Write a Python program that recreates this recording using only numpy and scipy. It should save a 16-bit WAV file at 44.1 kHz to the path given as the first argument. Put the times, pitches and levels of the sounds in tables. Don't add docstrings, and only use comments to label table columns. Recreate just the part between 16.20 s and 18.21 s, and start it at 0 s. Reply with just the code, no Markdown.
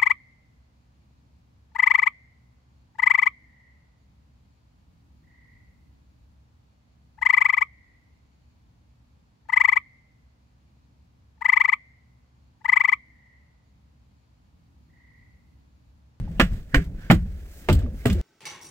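import sys
import numpy as np
from scipy import signal
from scipy.fft import rfft, irfft
from scipy.io import wavfile
from scipy.ndimage import uniform_filter1d

SR = 44100
rng = np.random.default_rng(int(sys.argv[2]) if len(sys.argv) > 2 else 0)


def wrap_up_sound(samples):
    columns = np.atleast_2d(samples).T
    tamed = np.clip(columns, -1, 1)
    steps = np.round(tamed * 32767).astype(np.int16)
    wavfile.write(sys.argv[1], SR, steps)


def magnitude_from_level(level_db):
    exponent = np.asarray(level_db, float) / 20
    return 10 ** exponent


N = 88817


def evened(x):
    return x / np.sqrt(np.mean(x ** 2) + 1e-20)


def read_curve(points, hz):
    point_hz, value = np.transpose(points)
    return np.interp(np.log(hz + 1), np.log(point_hz + 1), value)


def add(mix, start_s, sound):
    part = mix[..., round(start_s * SR):][..., :sound.shape[-1]]
    part += sound[..., :part.shape[-1]]


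def patchy_noise(shape_db, level, patchy_db, flicker_db):
    frames, hz = N // 128 + 6, np.fft.rfftfreq(512, 1 / SR)
    a, b, c, d, patches = rng.standard_normal((frames, 257, 5)).T
    patches = uniform_filter1d(patches, size=5, axis=0)
    patches = evened(uniform_filter1d(patches, size=12, axis=1))
    flicker = evened(uniform_filter1d(rng.standard_normal(frames), size=3))
    gain_db = shape_db(hz)[:, None] + patchy_db * patches + flicker_db * flicker
    spectra = np.array([a + 1j * b, c + 1j * d]) * magnitude_from_level(gain_db)
    sound = signal.istft(spectra, nperseg=512, noverlap=384)[1][:, :N]
    return evened(sound) * level


# start_s, level_db, brightness_db_per_octave, extra_damping_db_per_0.12_s, hollow_ring_db
SOLE_SLAPS = [(.1972, -22.5, 0, 6, -2), (.2022, -23.5, -1, 2, -2), (.211, -25, 0, 11, -4),
              (0.5442, -23.5, 5, 3, 9), (.556, -32, -1.5, -5, 8), (0.9005, -21, -4, 8.5, 4),
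              (.9065, -25, -5, 10, -3), (.9105, -24.5, -5, 5, -5), (.919, -30.5, -3, 9, -7),
              (1.487, -28, -3, -6, -9), (1.498, -31, -1.5, -10.5, -11.5), (1.855, -31.5, -3, -2, -4.5),
              (1.868, -38.5, -5, -20, -5), (1.899, -41.5, 7.5, -15, -2)]
# pitch_hz, level_db
SKIN_COLOUR = [(210, -33), (350, -16), (628, -8), (894, -14), (1220, -6), (1760, -3.5), (2870, -7.5),
               (4950, -23), (9000, -37), (11700, -49), (19800, -120)]
# pitch_hz, t60_s
SKIN_RING_TIME = [(350, 0.2), (1000, 0.12), (2000, 0.15), (4000, 0.12), (9000, 0.19)]


def slaps():
    modes = 300
    contact_s, snap_t60_s, snap_db = 0.0008, 0.04, 10
    dent_s, dent_db = 0.001, 3.5
    hollow_hz, hollow_octaves = 1750, 0.55
    out, t = np.zeros((2, N)), np.arange(5000) / SR
    hz = np.geomspace(450, 9000, num=modes) * rng.uniform(0.93, 1.01, modes)
    base_db = read_curve(SKIN_COLOUR, hz) + 10 * np.log10(hz / 1000)
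    t60 = read_curve(SKIN_RING_TIME, hz) * rng.uniform(1.0, 1.25, modes)
    luck = rng.standard_normal((len(SOLE_SLAPS), 4, modes))

    decay = magnitude_from_level(-60 * t / t60[:, None])
    phase = 2 * np.pi * np.outer(hz, t)
    cos_modes, sin_modes = decay * np.cos(phase), decay * np.sin(phase)

    snap = (1 + magnitude_from_level(snap_db - 60 * t / snap_t60_s)) * np.minimum(t / contact_s, 1)
    dent = np.sin(np.pi * np.minimum(t / dent_s, 1)) ** 2
    hollow = np.exp(-(np.log2(hz / hollow_hz) / hollow_octaves) ** 2)
    for (start_s, db, tilt, damp_db, hollow_db), spot in zip(SOLE_SLAPS, luck):
        mode_mix = spot * magnitude_from_level(base_db + tilt * np.log2(hz / 1000) + hollow_db * hollow)
        ringing = mode_mix[:2] @ cos_modes + mode_mix[2:] @ sin_modes
        ringing /= np.sqrt((mode_mix ** 2).sum() / 4)
        slap = magnitude_from_level(db - damp_db * t / 0.12) * snap * ringing
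        add(out, start_s, slap - magnitude_from_level(db + snap_db + dent_db) * dent)
    return out


# start_s, pitch_hz, level_db, t60_s
SPOT_RINGS = [(.198, 824, -27, .08), (.198, 1222, -18, .06), (.199, 1400, -18, .1), (.2, 1760, -22, .1),
              (.2, 2003, -22, .065), (.199, 2460, -26, .08), (.199, 2900, -23, .09), (.199, 4334, -37, .08),
              (.2263, 190, -8, .085), (.2197, 210, -8, .03), (.548, 501, -22, .087), (.547, 1071, -28, .08),
              (.545, 1836, -21, .085), (.545, 2143, -24, .08), (.5446, 1900, -10, .012),
              (.546, 3600, -33, .07), (.545, 2380, -18, .06), (.546, 3063, -29, .076),
              (.545, 4600, -40, .09), (.572, 1600, -34, .07), (.605, 165, -25, .15), (.902, 802, -21, .09),
              (.901, 964, -18, .075), (.901, 1180, -17, .06), (.9006, 2200, -14, .02),
              (.902, 2099, -25, .097), (.902, 2584, -26, .068), (.9235, 170, -3, .085),
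              (.9143, 235, -6, .07), (1.488, 501, -19, .097), (1.488, 603, -22, .089),
              (1.487, 870, -24, .09), (1.488, 1400, -27, .1), (1.49, 2094, -32, .11),
              (1.49, 3569, -42, .14), (1.51, 290, -22, .25), (1.591, 1700, -42, .02),
              (1.618, 1200, -44, .02), (1.662, 1150, -41, .02), (1.855, 1950, -24, .04),
              (1.856, 660, -22, .09), (1.858, 1190, -33, .13), (1.8908, 200, -10, .05),
              (1.9083, 195, -13, .12), (1.9, 2460, -37, .08), (1.9, 2810, -37, .065),
              (1.903, 3400, -39, .1), (1.74, 270, -40, .12), (.077, 850, -41, .04)]


def rings():
    build_cycles = 0.6
    out, t = np.zeros((2, N)), np.arange(SR // 4) / SR
    for start_s, hz, db, t60 in SPOT_RINGS:
        phase = 2 * np.pi * hz * t
        envelope = magnitude_from_level(db - 60 * t / t60) * (1 - np.exp(-t * hz / build_cycles))
        add(out, start_s, -envelope * np.array([np.sin(phase), np.cos(phase)]))
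    return out


# start_s, pitch_hz, level_db, t60_s
PANEL_THUMPS = [(0.1972, 240, -7, 0.06), (0.252, 165, -24, 0.15), (0.22, 48.5, -8, 0.14),
                (0.1974, 505, -20, 0.11), (0.547, 275, -14.5, 0.14), (.566, 48.1, -2, 0.099),
                (.585, 161, -20.5, 0.26), (0.577, 397.4, -25, 0.14), (0.538, 132, -17, 0.3),
                (.9008, 214.3, -9, 0.1), (.9, 162.7, -4, 0.12), (0.9055, 113.2, -10, 0.25),
                (0.928, 59.46, -17.5, 0.98), (.96, 179.4, -21, .4), (1.489, 360, -14, 0.12),
                (1.49, 210.6, -16, 0.25), (1.50, 87.34, -7.5, 0.38), (1.503, 63.3, -12, 0.69),
                (1.4915, 150.6, -13, 0.3), (1.855, 240, -14, 0.08), (1.857, 410.4, -14, .12),
                (1.862, 128, -7, 0.11), (1.872, 252.1, -23, 0.1), (1.901, 72.9, -15, 0.73),
                (1.928, 173.5, -19, 0.18), (1.951, 350.2, -28.5, 0.14),
                (.544, 1540, -8, 0.018), (.546, 2300, -26, 0.086), (.901, 614, -24, 0.095),
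               (.927, 300, -16, 0.08), (.910, 1300, -6.5, 0.025), (.204, 330, -14, .06),
               (.955, 170, -22, 0.1), (0.089, 160, -27, 0.52), (.925, 330, -21, 0.14),
               (1.635, 240, -27.5, 0.17), (.549, 694, -28, 0.13)]


def thumps():
    push_cycles, wobble, wobble_onset_s = 0.24, 0.67, 0.029
    out, t = np.zeros(N), np.arange(SR // 2) / SR
    blows = PANEL_THUMPS
    luck = rng.uniform(-0.99, 1, (len(blows), 3))
    for (start_s, hz, db, t60), (rate, turn, depth) in zip(blows, luck):
        waver = np.sin(2 * np.pi * ((14 + 6 * rate) * t + turn))
        waver *= wobble * np.minimum(t / wobble_onset_s, 1)
        swell = 1 - np.exp(-t * hz / push_cycles)
        envelope = magnitude_from_level(db - 60 * t / t60) * swell * (1 + depth * waver)
        add(out, start_s, -envelope * np.sin(2 * np.pi * hz * t + 2 * waver))
    return np.array([out, np.roll(out, 150)])


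# start_s, level_db, t60_s
GRIT_CRUNCHES = [(.002, -66, 0.28), (0.197, -27.5, 0.14), (.33, -56, 0.27), (.545, -29.5, 0.11),
                 (.642, -49.5, 0.041), (0.903, -34.5, 0.17), (0.912, -26, 0.073), (1.486, -34.5, 0.17),
                 (1.527, -31.5, 0.1), (1.59, -50, 0.14), (1.856, -32.5, 0.062), (1.867, -37.5, 0.18),
                 (1.899, -47, 0.16), (1.927, -40, 0.088)]
# pitch_hz, level_db_per_hz
GRIT_COLOUR = [(1760, -55.5), (3000, 1.5), (5040, -4.5), (6000, -11), (7300, -2.5), (8880, -6),
               (10100, -17.5), (11400, -7), (16000, -9.5)]


def grit():
    level, t = np.zeros(N), np.arange(12000) / SR
    for start_s, db, t60 in GRIT_CRUNCHES:
        add(level, start_s, magnitude_from_level(db - 60 * t / t60) * np.minimum(t / 0.00067, 1))

    def shape_db(hz):
        return read_curve(GRIT_COLOUR, hz) - 9 * np.maximum(np.log2(3000 / (hz + 50)), 0)

    return patchy_noise(shape_db, level, patchy_db=0.98, flicker_db=2.3)


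# middle_s, length_s, pitch_hz, level_db
SOLE_SLIDES = [
    (0.193, .012, 2850, -51.5),
    (0.538, 0.016, 1750, -46),
    (0.85, 0.07, 1620, -55),
    (1.812, 0.031, 2080, -58.5),
]


def slides():
    out, t = np.zeros((2, N)), np.arange(N) / SR
    hiss = rng.standard_normal((len(SOLE_SLIDES), 2, N))
    for (middle_s, length_s, hz, db), z in zip(SOLE_SLIDES, hiss):
        band = signal.butter(2, [hz * 0.92, hz * 1.08], "band", fs=SR, output="sos")
        whistle = evened(signal.sosfilt(band, z))
        out += magnitude_from_level(db) * whistle * np.exp(-((t - middle_s) / length_s) ** 2)
    return out


# pitch_hz, level_db_per_hz
DENIM_COLOUR = [(530, 6), (900, -10), (1250, -7.5), (1620, -2), (3960, -10.5), (7680, -13.5), (9650, -17.5),
                (12700, -15), (16000, -14.5)]
# time_s, rustle_level_db, brightness_db
LEG_MOVES = [(0, -59, -31), (.1, -60, -2.5), (.35, -53, -4.5), (.47, -64.5, 0.5), (.6, -46.5, -7.5),
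             (.72, -69.5, 0.5), (.82, -51.5, -5.5), (1.05, -60.5, -2.5), (1.25, -59, 2.5),
             (1.4, -56.5, 9.5), (1.6, -49.5, -20), (1.72, -63.5, 2), (1.8, -55.5, 5), (2.01, -49, -9)]


def denim():
    time_s, rustle_db, bright_db = np.transpose(LEG_MOVES)
    t = np.arange(N) / SR

    def shape_db(hz):
        return read_curve(DENIM_COLOUR, hz) - 8 * np.maximum(np.log2(900 / (hz + 50)), 0)

    level = magnitude_from_level(np.interp(t, time_s, rustle_db))
    cloth = patchy_noise(shape_db, level, patchy_db=0.51, flicker_db=1.2)
    top = signal.sosfiltfilt(signal.butter(2, 5500, "high", fs=SR, output="sos"), cloth)
    return cloth + top * (magnitude_from_level(np.interp(t, time_s, bright_db)) - 1)


# pitch_hz, level_db_per_hz
RUMBLE_COLOUR = [(12, -43), (20, -2.5), (50, -5), (113, -14), (209, -15.5), (240, -20.5), (555, -28.5),
                 (584, -27.5), (1200, -54), (1560, -77), (2640, -120)]
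# time_s, deep_level_db, upper_level_db
HULL_MOVES = [(0, -24, -58), (.12, -38, -54), (0.181, -34.5, -58), (.33, -28, -58), (.49, -44, -61),
              (.7, -29.5, -54.5), (.86, -40.5, -59), (1.07, -33, -55.5), (1.3, -51, -60.5),
              (1.46, -46, -58.5), (1.6, -29.5, -41), (1.8, -39, -59.5), (1.92, -51.5, -44),
              (2.01, -27.5, -44)]


def hull():
    split_hz = 230
    time_s, deep_db, upper_db = np.transpose(HULL_MOVES)
    hz, t = np.fft.rfftfreq(N, 1 / SR), np.arange(N) / SR
    colour_db = read_curve(RUMBLE_COLOUR, hz) - 14 * np.maximum(np.log2((hz + 1) / 1200), 0)
    colour = magnitude_from_level(colour_db) * (hz > 15)
    lumps = magnitude_from_level(2.16 * evened(uniform_filter1d(rng.standard_normal(N), size=1500)))
    spectra = rfft(rng.standard_normal((2, N))) * colour
    deep_share = 1 / (1 + (hz / split_hz) ** 6)
    deep = evened(irfft(spectra * deep_share, N)) * magnitude_from_level(np.interp(t, time_s, deep_db))
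    upper = evened(irfft(spectra * (1 - deep_share), N)) * magnitude_from_level(np.interp(t, time_s, upper_db))
    return lumps * (deep + upper)


# pitch_hz, likeness (0 to 1)
PORT_LIKENESS = [(60, .99), (500, 0.9), (2000, 0.62), (5000, 0.25), (14000, 0.34)]
# pitch_hz, left_minus_right_db
PORT_BALANCE = [(60, 1), (180, -2.5), (550, 1), (1650, -6.5), (4970, -0.5), (15000, 1.0)]


def ports(two):
    lag_s = -0.00013
    hz, (a, b) = np.fft.rfftfreq(N, 1 / SR), rfft(two)
    same = np.clip(read_curve(PORT_LIKENESS, hz), 0, 1)
    lean = magnitude_from_level(read_curve(PORT_BALANCE, hz) / 2)
    left = a * np.exp(-2j * np.pi * hz * lag_s) * lean
    right = (same * a + np.sqrt(1 - same ** 2) * b) / lean
    return irfft(np.array([left, right]), N)


def scene():
    steps = slaps() + rings() + thumps() + grit() + slides()
    return ports(steps + denim() + hull())


def low_pass(x):
    return signal.sosfilt(signal.butter(12, 16870, fs=SR, output="sos"), x)


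def record(dry):
    ceiling = 1.2
    clipped = ceiling * np.tanh(dry / ceiling)
    edge = signal.firwin(401, 16250, fs=SR)
    mix = signal.oaconvolve(clipped, edge[None], "same")
    return low_pass(mix)


dry = scene()
out = record(dry)
wrap_up_sound(out)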